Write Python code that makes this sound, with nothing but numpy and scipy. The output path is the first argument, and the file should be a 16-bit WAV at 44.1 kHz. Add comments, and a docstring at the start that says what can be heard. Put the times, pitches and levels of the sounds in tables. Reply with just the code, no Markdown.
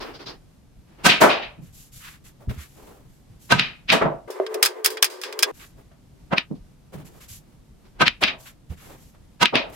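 """A cue slides over the hand, then knocks a ball: two shots on a small pool table in a living room.
Filtered noise rings make balls clack and pockets and frame knock; shaped friction noise makes clothes and shoes.
From 4.3 to 5.5 s time runs fast: a higher hum replaces the room's hum and rumble, and balls handled
in a pocket give short, bright clicks. The low room tone returns, clothes rustle, and three more shots follow."""
import sys
import numpy as np
from scipy import signal
from scipy.fft import rfft, irfft, next_fast_len
from scipy.io import wavfile
from scipy.ndimage import uniform_filter1d

SR = 44100
rng = np.random.default_rng(int(sys.argv[2]) if len(sys.argv) > 2 else 0)


def master_out(mix):
    """Clip the mix to full scale and print it as 16-bit PCM to the path in sys.argv[1]."""
    frames = np.transpose(np.atleast_2d(mix))
    ceiling = np.clip(frames, -1, 1)
    pcm = np.round(ceiling * 32767).astype(np.int16)
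    wavfile.write(sys.argv[1], SR, pcm)


N = 429975
T = np.arange(N) / SR  # s

# Every blow has a ring from the room and a direct crack; ring_factor scales how long the room rings.
# cue on the white ball: (start_s, ring_db, crack_db, bright_hz, ring_factor)
CUE_HITS = [(1.067, -12.5, 3.5, 8940, 1.42), (3.523, -17.5, 3.5, 5090, 1.27),
            (6.336, -21.5, -8.5, 1404, 0.58), (8.023, -14, -3.5, 3160, 0.56),
            (9.4303, -15.5, 2.5, 5060, 0.41)]
# ball against ball: (start_s, ring_db, crack_db, ring_factor)
BALL_HITS = [(1.099, -10.5, -32, 1.05), (1.304, -18.5, -32, 1.29), (1.43, -31, -51, 0.89),
             (3.5956, -18, 0, 1.11), (3.902, -14.5, -0.5, 1.05), (3.928, -16.5, -23, 0.47),
             (6.382, -21, -3, 0.43), (8.072, -13, -31, 0.29), (8.080, -29, 2.5, 0.76),
             (8.238, -13, 0.5, 0.48), (8.282, -20, -22, 0.61), (9.457, -19, -1, 0.52),
             (9.5556, -21, -2.5, 0.42), (9.568, -18, -28, 0.8)]
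# knocks on the pockets and the frame: (start_s, ring_db, crack_db, bright_hz, ring_factor)
POCKET_HITS = [(1.22, -9.5, 1.5, 11700, 0.62), (1.229, -12, -24, 1860, 0.7),
               (1.246, -11, -23.5, 1600, 0.57), (2.421, -55, -58, 895, 0.79),
               (3.93, -12.5, -28, 8200, 0.46), (4.023, -13.5, -6, 1540, 0.35),
               (6.3357, -25.5, -10, 1204, 0.24), (4.059, -18.5, -32, 860, 0.51),
               (8.223, -26, -24, 11040, 0.41), (8.229, -31.5, -10, 1500, 0.74),
               (8.337, -42, -44, 890, 0.21), (9.5394, -20, -17, 900, 0.68), (9.675, -43, -44, 790, 0.42),
               (5.92, -57.5, -51, 6000, 0.39), (9.15, -56.5, -55, 6030, 0.33)]
# dull thuds of the table bed, cushions and feet: (start_s, ring_db, push_db, pitch_hz, ring_factor)
THUD_HITS = [(1.584, -34.5, -46, 129.5, 0.97), (1.62, -36, -46.5, 173, 0.51), (2.478, -16, -16.5, 77, 0.48),
             (2.491, -28.5, -31, 147, 1.1), (2.575, -42, -30, 74, 0.89), (3.30, -46, -44, 105.7, 0.4),
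             (3.529, -22, -25.5, 139, 1.6), (3.939, -18, -23, 221.6, 0.79), (4.039, -23, -35, 150, 1.46),
             (6.513, -20.5, -18, 179, 0.62), (6.94, -35, -40, 146, 2.6), (7.31, -46.5, -45, 94, 1.6),
             (8.03, -26, -26.5, 170, 0.36), (8.235, -27, -19, 225, 0.36), (8.699, -27, -33, 74.2, 0.5),
             (8.715, -42.5, -35, 162, 0.82), (9.435, -19.5, -18, 189, 0.23), (9.555, -26.5, -16, 252, 0.56)]
# balls handled while time runs fast: (start_s, ring_db, crack_db, bright_hz, ring_factor)
FAST_CLICKS = [(4.304, -39, -44, 11700, 2.9), (4.465, -28.5, -44, 3700, 0.52),
               (4.543, -27, -29, 10000, 0.75), (4.6275, -8.5, 1.5, 10400, 1.17),
               (4.651, -24, -7, 11590, 2.2), (4.659, -12, -11, 9000, 0.84), (4.8456, -12, -15, 16000, 1.3),
               (4.86, -14, 0, 14300, 1.1), (4.903, -31, -34, 12000, 2.4), (4.971, -27, -29.5, 3070, 0.77),
               (5.0264, -2, -10, 10800, 0.46), (5.044, -15, -7.5, 11500, 1.13),
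               (5.10, -39.5, -46, 9000, 5.3), (5.215, -33, -29, 9030, 1.5), (5.236, -30.5, -17, 4200, 2.8),
               (5.326, -33, -24, 5100, 0.8), (5.391, -23.5, -13, 10400, 0.99),
               (5.4258, -20.5, -6, 8000, 0.62), (5.430, -10, -1, 6900, 0.77)]
# knocks on the frame while time runs fast: (start_s, ring_db, crack_db, bright_hz, ring_factor)
FAST_BUMPS = [(4.301, -39, -25.5, 1210, 0.45), (4.400, -19.5, -9, 1070, 0.4),
              (4.548, -25.5, -29.5, 1400, 0.69)]

# broad colour of the cue, the balls, the pocket, the fast clicks and the fast bumps: (freq_hz, level_db)
CUE_COLOUR = [(40, -23), (100, -13), (170, 0.5), (400, -5), (1000, -7.5), (1800, -8.5), (2700, -6.5),
              (5000, -12), (9000, -15.5), (16000, -18)]
BALL_COLOUR = [(40, -25.5), (140, -8.5), (230, -5.5), (450, -18), (1000, -15), (1600, -5.5), (2500, 0),
               (3700, -5), (5000, -9), (8000, -32), (16000, -26.5)]
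POCKET_COLOUR = [(40, -23), (100, -16), (220, -2.5), (380, -6), (650, 0), (1300, -1), (2200, -7.5),
                 (4500, -15.5), (8000, -17.5), (16000, -18)]
CLICK_COLOUR = [(100, -46), (280, -37.5), (420, -14.5), (800, -8), (1300, -2.5), (3000, -0.5), (5200, 1),
                (6500, -0.5), (11000, 1.5), (16000, 3)]
BUMP_COLOUR = [(120, -38), (250, -20.5), (390, 0.5), (800, -14), (1200, -18.5), (2000, -24.5), (16000, -38)]
# broad colour of a thud, which moves with its pitch: (multiple_of_pitch, level_db)
THUD_COLOUR = [(.2, -26), (.6, -4.5), (1, 11), (1.5, -2), (3, -18.5), (6, -33), (12, -62), (60, -78)]

# resonances of the shaft, the balls, the hollow frame, the pocket and the bumped frame:
# (freq_hz, width_hz, lift_db)
CUE_RESONANCES = [(706, 49, 7), (957, 29, 12.2), (1015, 27, 5), (1264, 45, 13), (1548, 55, 13),
                  (3260, 48, 3), (2096, 37, 8.5), (2360, 50, 3.4), (2760, 70, 7.1), (4060, 42, 6.5)]
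BALL_RESONANCES = [(1240, 32, 5), (2480, 120, 5.1), (2757, 71, 3.9), (3058, 70, 5.5), (3330, 25, 1.3),
                   (3790, 170, 6.1), (4670, 85, 2.2)]
FRAME_RESONANCES = [(264, 20, 7), (329, 14, 4.6), (369, 32, 7.3), (440, 16, 7.7), (582, 73, 6.3),
                    (660, 33, 7.6), (953, 35, 3.9), (1154, 18, 3.7), (1366, 40, 2.2)]
POCKET_RESONANCES = [(1230, 53, 4.9), (1624, 60, 8), (1920, 60, 4.7), (2470, 70, 5.9), (3410, 44, 8.8),
                     (5100, 150, 9.8)]
BUMP_RESONANCES = [(384, 24, 9.5), (638.3, 57, 8.5)]

# decay of the room in each band, before each blow's own length factor: (freq_hz, t60_s)
ROOM_DECAY = [(60, 0.22), (150, 0.24), (300, .4), (700, 0.43), (1500, 0.37), (2800, 0.34), (5000, 0.29),
              (8000, 0.25), (16000, .19)]
# likeness of left and right, one being identical: (freq_hz, correlation)
STEREO_LIKENESS = [(50, 1), (125, 0.6), (250, 0.37), (500, 0.27), (2500, 0.26), (12000, .03)]

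# the cue slides over the hand: (start_s, length_s, rub_db, hiss_db)
CUE_SLIDES = [(0.0, 0.045, -32.5, -39), (0.014, 0.14, -37, -53), (0.135, 0.04, -41.5, -44),
              (0.187, 0.062, -40.5, -46.5), (0.256, 0.059, -39, -36.5), (0.272, 0.094, -43.5, -52),
              (0.863, 0.19, -58.5, -72), (0.978, 0.074, -47, -66), (6.543, 0.037, -63, -64.5),
              (7.839, 0.044, -56, -65.5), (7.947, .07, -56.5, -76)]
# clothes brush as an arm moves: (start_s, length_s, swish_db, hiss_db)
CLOTH_BRUSHES = [(1.61, 0.13, -64, -60), (1.723, 0.18, -69, -48.5), (1.916, 0.14, -59, -46.5),
                 (1.998, 0.18, -45.5, -48), (2.238, 0.072, -56, -51.5), (2.488, 0.027, -41, -69),
                 (2.514, 0.099, -54.5, -57), (2.573, 0.097, -46, -47), (2.623, 0.43, -66.5, -59),
                 (3.061, 0.2, -78, -65), (3.389, 0.18, -70.5, -55), (5.532, .2, -59, -52.5),
                 (5.593, 0.06, -44.5, -52.5), (6.928, 0.016, -50, -56), (6.963, 0.081, -57.5, -70),
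                 (7.045, 0.05, -56, -51), (7.104, 0.22, -66, -60.5), (7.2, 0.064, -50, -50),
                 (7.276, .12, -59, -42.5), (8.38, 0.14, -65, -52), (8.449, 0.061, -45, -49),
                 (8.687, 0.071, -55.5, -58), (8.76, 0.26, -53.5, -54.5), (8.963, 0.19, -69, -58),
                 (9.717, 0.1, -48.5, -50)]
# shoes scuff the floor: (start_s, length_s, level_db)
SHOE_SCUFFS = [(2.397, .06, -51.5), (2.491, .05, -42), (2.53, .14, -60), (2.748, 0.34, -48),
               (5.565, 0.16, -59.5), (5.765, 0.062, -51.5), (6.92, 0.047, -39), (6.973, .07, -48),
               (7.04, 0.24, -54), (7.4, .2, -61.5), (8.703, 0.031, -44.5), (8.8, 0.26, -51.5),
               (8.884, 0.059, -46.5), (9.685, 0.067, -46.5)]
# colour of the shaft's rub and hiss, the sleeve's swish, the weave's hiss and the soles: (freq_hz, level_db)
RUB_COLOUR = [(120, -23.5), (250, -5), (390, 1), (550, -7), (1050, -7.5), (1700, -13), (3000, -16.5),
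              (5000, -37.5)]
SLIDE_HISS_COLOUR = [(2000, -11), (3500, 2), (5000, 5), (6300, -9.5), (8000, -27.5), (12000, -33),
                     (16000, -40)]
SWISH_COLOUR = [(600, -26.5), (1100, -4), (1600, -2), (2500, -3.5), (3500, -7), (7000, -21.5)]
WEAVE_COLOUR = [(1000, -20), (3000, -5), (5000, -3.5), (7500, 1), (9000, -6.5), (12000, 2), (16000, -16.5)]
SCUFF_COLOUR = [(150, -2), (380, 3.5), (800, -1.5), (1200, -7), (1700, -13), (5000, -23)]

# colour of the room's hum, its low rumble and the raised hum: (freq_hz, level_db)
HUM_COLOUR = [(12, -30), (25, -11.5), (50, -10.5), (96, -16), (135, -9.5), (270, -17.5), (400, -25),
              (800, -31), (1400, -37), (2500, -39.5), (5000, -41.5), (13000, -46.5), (16000, -60.5)]
LOW_RUMBLE_COLOUR = [(15, -10.5), (35, 1.5), (70, -3), (135, -4), (220, -20), (500, -51.5), (2000, -90)]
RAISED_COLOUR = [(100, -46), (170, -44.5), (230, -24), (320, -7.5), (400, 1), (520, -0.5), (700, -11),
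                 (1030, -6), (1400, -18.5), (1750, -15.5), (2800, -26.5), (5200, -34.5), (16000, -40)]
# resonances of the raised hum: (freq_hz, width_hz, lift_db)
RAISED_RESONANCES = [(370.8, 12, 10), (435.8, 7, 11.5), (646, 41, 2.5), (1185, 30, 6), (1550, 60, 4.5),
                     (2050, 50, 6)]
# level of the raised hum: (time_s, level_db)
RAISED_LEVEL = [(4.28, -40), (4.5, -34), (4.8, -38), (5.2, -41), (5.42, -34.5), (5.51, -35)]

FAST_FROM_S, FAST_TO_S, SPEED = 4.277, 5.515, 4.27  # SPEED in times normal
CLACK_HZ, CLACK_DB_PER_OCTAVE = 5940, 27.5  # brightness of a clack at 0 dB; it halves for so many dB less
CRACK_OVER_RING_DB = 13  # a crack this far above its ring carries as much energy
# a stroke speeds up and slows down in one arch; its friction noise follows the speed
STROKE_SKEW, LOUDNESS_POWER = 0.55, 0.95  # skew under one puts the fastest moment early; gain = speed ** power
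LINGER_S = 0.0081  # time constant with which the room lets the power of a stroke fade
HUM_DB, RUMBLE_DB, RUMBLE_WAVER_DB = -53.5, -58, 5  # the waver is how much the rumble comes and goes
FAST_TONE_HZ, FAST_TONE_DB = 437, -6.5  # the raised hum's one clear line, against the rest of it
EDGE_HZ = 16000  # top of the whole sound


def cue_strokes():
    """The tip knocks the white ball and the wooden shaft rings."""
    out = np.zeros((2, N))
    for s, ring_db, crack_db, bright_hz, factor in CUE_HITS:
        shaft = body(CUE_COLOUR, CUE_RESONANCES, bright_hz)
        out += blow(s, shaft, ring_db, crack_db, 0.64 * factor,
                    swell_s=0.015, swell_db=5.5, scatter_s=0.0036, scatter_db=-8)
    return out


def ball_clacks():
    """Hard balls touch for a fraction of a millisecond: a crack near 3 kHz, brighter when harder."""
    out = np.zeros((2, N))
    for s, ring_db, crack_db, factor in BALL_HITS:
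        force_db = max(crack_db, ring_db + CRACK_OVER_RING_DB)
        bright_hz = CLACK_HZ * 2 ** (force_db / CLACK_DB_PER_OCTAVE)
        ball = body(BALL_COLOUR, BALL_RESONANCES, bright_hz)
        out += blow(s, ball, ring_db, crack_db, 0.82 * factor,
                    swell_s=0.012, swell_db=-1.5, scatter_s=0.0021, scatter_db=-6.0)
    return out


def pocket_knocks():
    """A ball hits the pocket and the hollow frame booms."""
    out = np.zeros((2, N))
    for s, ring_db, crack_db, bright_hz, factor in POCKET_HITS:
        frame = body(POCKET_COLOUR, FRAME_RESONANCES, bright_hz)
        out += blow(s, frame, ring_db, crack_db, 1.51 * factor,
                    swell_s=0.0099, swell_db=0.0, scatter_s=0.0015, scatter_db=-25)
    return out


def thuds():
    """Soft, slow contacts push only the low end of the table or the floor."""
    out = np.zeros((2, N))
    for s, ring_db, push_db, pitch_hz, factor in THUD_HITS:
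        colour = [(multiple * pitch_hz, db) for multiple, db in THUD_COLOUR]
        out += blow(s, body(colour, [], 5000), ring_db, push_db, 0.75 * factor,
                    swell_s=0.008, swell_db=-6.5, scatter_s=0.006, scatter_db=-38.5)
    return out


def fast_handling():
    """Balls click and bump in the pocket; at high speed the room rings shorter and the bass is gone."""
    detunes = rng.uniform(0.95, 1.05, len(FAST_CLICKS))
    out = np.zeros((2, N))
    for (s, ring_db, crack_db, bright_hz, factor), detune in zip(FAST_CLICKS, detunes):
        # each ball lands on another spot, which shifts the pocket's ring a little
        modes = [(hz * detune, width, db) for hz, width, db in POCKET_RESONANCES]
        pocket = body(CLICK_COLOUR, modes, bright_hz)
        out += blow(s, pocket, ring_db, crack_db, 1.13 * factor / SPEED,
                    swell_s=0.0027, swell_db=-23.5, scatter_s=0.0037, scatter_db=-6.0)
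    for s, ring_db, crack_db, bright_hz, factor in FAST_BUMPS:
        frame = body(BUMP_COLOUR, BUMP_RESONANCES, bright_hz)
        out += blow(s, frame, ring_db, crack_db, 4.2 * factor / SPEED,
                    swell_s=0.0021, swell_db=0.0, scatter_s=0.004, scatter_db=-12.5)
    # at high speed even the lowest boom lies above the bass
    bass_cut = signal.butter(3, 240, "highpass", fs=SR, output="sos")
    return signal.sosfilt(bass_cut, overload(out))


def aiming():
    """The shaft slides over the hand: friction gives a woody rub and a narrow hiss."""
    s, length, rub_db, hiss_db = np.transpose(CUE_SLIDES)
    rub = rubbing(RUB_COLOUR, zip(s, length, rub_db), grain_db=0.0)
    hiss = rubbing(SLIDE_HISS_COLOUR, zip(s, length, hiss_db), grain_db=0.1)
    return rub + hiss


def clothes():
    """Each arm movement gives a soft swish of the sleeve and a fine hiss of the weave."""
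    s, length, swish_db, hiss_db = np.transpose(CLOTH_BRUSHES)
    swish = rubbing(SWISH_COLOUR, zip(s, length, swish_db), grain_db=1.8)
    hiss = rubbing(WEAVE_COLOUR, zip(s, length, hiss_db), grain_db=1.0)
    return swish + hiss


def shoes():
    """Soles scuff the floor as the player changes place: friction noise in short strokes."""
    return rubbing(SCUFF_COLOUR, SHOE_SCUFFS, grain_db=2.0)


def background():
    """Low hum of the room over an uneven rumble; a higher hum takes their place while time runs fast."""
    is_fast = (T > FAST_FROM_S) & (T < FAST_TO_S)
    fast = uniform_filter1d(is_fast.astype(float), size=200)  # short crossfades
    hum = wash(HUM_COLOUR) * amp(HUM_DB + wavering(N, count=5000))
    rumble = wash(LOW_RUMBLE_COLOUR) * amp(RUMBLE_DB + RUMBLE_WAVER_DB * wavering(N, count=3000))
    raised = noise(body(RAISED_COLOUR, RAISED_RESONANCES, 20000), next_fast_len(N))[:, :N]
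    raised *= amp(2.1 * wavering(N, count=1700))
    phase = 2 * np.pi * FAST_TONE_HZ * T + 0.66 * wavering(N, count=6000)
    raised += evened(np.sin(phase)) * amp(FAST_TONE_DB + 2.5 * wavering(N, count=4000))
    raised_gain = amp(np.interp(T, *np.transpose(RAISED_LEVEL)))
    return (hum + rumble) * (1 - fast) + raised * raised_gain * fast


def blow(s, colour, ring_db, crack_db, length, swell_s, swell_db, scatter_s, scatter_db):
    """The body's ring arrives directly, scattered off the table top and rails, and from the room."""
    out = np.zeros((2, N))
    direct = impulse(colour)
    lead, ring = room_ring(length, swell_s, swell_db)
    t = np.arange(len(direct)) / SR
    paths = amp(ring_db) * ring
    scatter = white(len(t)) * np.exp(-t / scatter_s)
    paths[:, lead:lead + len(t)] += amp(crack_db + scatter_db) * scatter
    paths[:, lead] += 0  # the direct path joins after the levelling below
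    paths /= np.linalg.norm(direct)
    paths[:, lead] += amp(crack_db)
    add(out, s - lead / SR, signal.fftconvolve(paths, direct[None], axes=1))
    return out


def body(points, modes, bright_hz):
    """Colour of a struck body: broad shape, resonances, and less treble the longer the contact lasts."""
    def colour(hz):
        lift = 1
        for freq, width, db in modes:
            lift = lift + (amp(db) - 1) / (1 + (2 * (hz - freq) / width) ** 2)
        return amp(read(points, hz)) * lift / np.sqrt(1 + (hz / bright_hz) ** 4)
    return colour


def impulse(colour, size=8192):
    """The causal, minimum-phase ring of a body after one sharp blow, peak one."""
    hz = abs(np.fft.fftfreq(size, 1 / SR))
    log_gain = np.log(colour(hz) + 1e-5)
    spectrum = np.exp(np.conj(signal.hilbert(log_gain)))
    ring = np.fft.ifft(spectrum).real
    return ring / abs(ring).max()


def room_ring(length, swell_s, swell_db, lead=2646, size=32768):
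    """Diffuse sound of one blow, with a brief swell leading into it over the lead; then every band dies at its
    own speed."""
    hz, t, bands = signal.stft(white(size), SR, nperseg=256)
    age = np.maximum(t - lead / SR, 0)
    t60 = length * read(ROOM_DECAY, hz)[:, None]
    ring = signal.istft(bands * amp(-60 * age / t60), SR, nperseg=256)[1]
    early = (lead - np.arange(lead)) / SR
    ring[:, :lead] *= amp(swell_db) * np.exp(-(early / swell_s) ** 2)
    return lead, ring


def rubbing(colour, strokes, grain_db):
    """Friction noise that catches and slips, swelling and fading with the speed of each stroke."""
    power = np.zeros((1, N))
    for s, length, db in strokes:
        progress = np.linspace(0, 1, round(length * SR), endpoint=False)
        speed = np.sin(np.pi * progress ** STROKE_SKEW)
        add(power, max(s, 0), (amp(db) * speed[None] ** LOUDNESS_POWER) ** 2)
    keep = np.exp(-1 / (LINGER_S * SR))
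    power = signal.lfilter([1 - keep], [1, -keep], power + 1e-20)
    grain = evened(amp(grain_db * wavering(N, count=500)))
    return wash(colour) * grain * np.sqrt(power)


def overload(x):
    """Rounds off the peaks that come near full scale."""
    return x / (1 + x ** 6) ** (1 / 6)


def noise(colour, size):
    """Stereo noise of rms one; its bass is nearly alike on both sides."""
    hz = np.fft.rfftfreq(size, 1 / SR)
    left, other = rfft(rng.standard_normal((2, size)))
    same = np.clip(read(STEREO_LIKENESS, hz), -1, 1)
    right = same * left + np.sqrt(1 - same ** 2) * other
    return evened(irfft(np.array([left, right]) * colour(hz), size))


def wash(points):
    """Steady noise with the given spectrum."""
    return noise(lambda hz: amp(read(points, hz)), next_fast_len(N))[:, :N]


def white(size):
    """Stereo noise with a flat spectrum."""
    return noise(np.ones_like, size)


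def wavering(size, count):
    """Smooth chance of rms one that changes about every count samples."""
    smooth = uniform_filter1d(rng.standard_normal(size), count)
    return evened(uniform_filter1d(smooth, count // 2))


def amp(db):
    """Decibels to gain."""
    return 10 ** (np.asarray(db) / 20)


def evened(x):
    """Scales to an rms of one."""
    return x / np.sqrt(np.mean(x ** 2) + 1e-20)


def read(points, hz):
    """Joins the points by straight lines on a log-frequency axis."""
    freq, value = np.transpose(points)
    return np.interp(np.log(np.maximum(hz, 1)), np.log(freq), value)


def add(mix, s, sound):
    """Mixes a sound in at time s, cut off at the end of the mix."""
    part = mix[:, round(s * SR):][:, :sound.shape[1]]
    part += sound[:, :part.shape[1]]


def scene():
    """All sources together, the blows close to the middle."""
    # side gains in dB: left, right
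    shots = cue_strokes() * amp([[-0.3], [0.3]])
    shots += ball_clacks() * amp([[0.6], [-0.6]])
    shots += pocket_knocks()
    shots += thuds() * amp([[-1.2], [1.2]])
    player = aiming() + clothes() + shoes()
    return shots + fast_handling() + player + background()


def record(dry):
    """The loudest cracks overload softly; then the band limit."""
    band_limit = signal.firwin(511, EDGE_HZ, window=("kaiser", 8), fs=SR)
    return signal.oaconvolve(overload(dry), band_limit[None], "same")


dry = scene()
out = record(dry)
master_out(out)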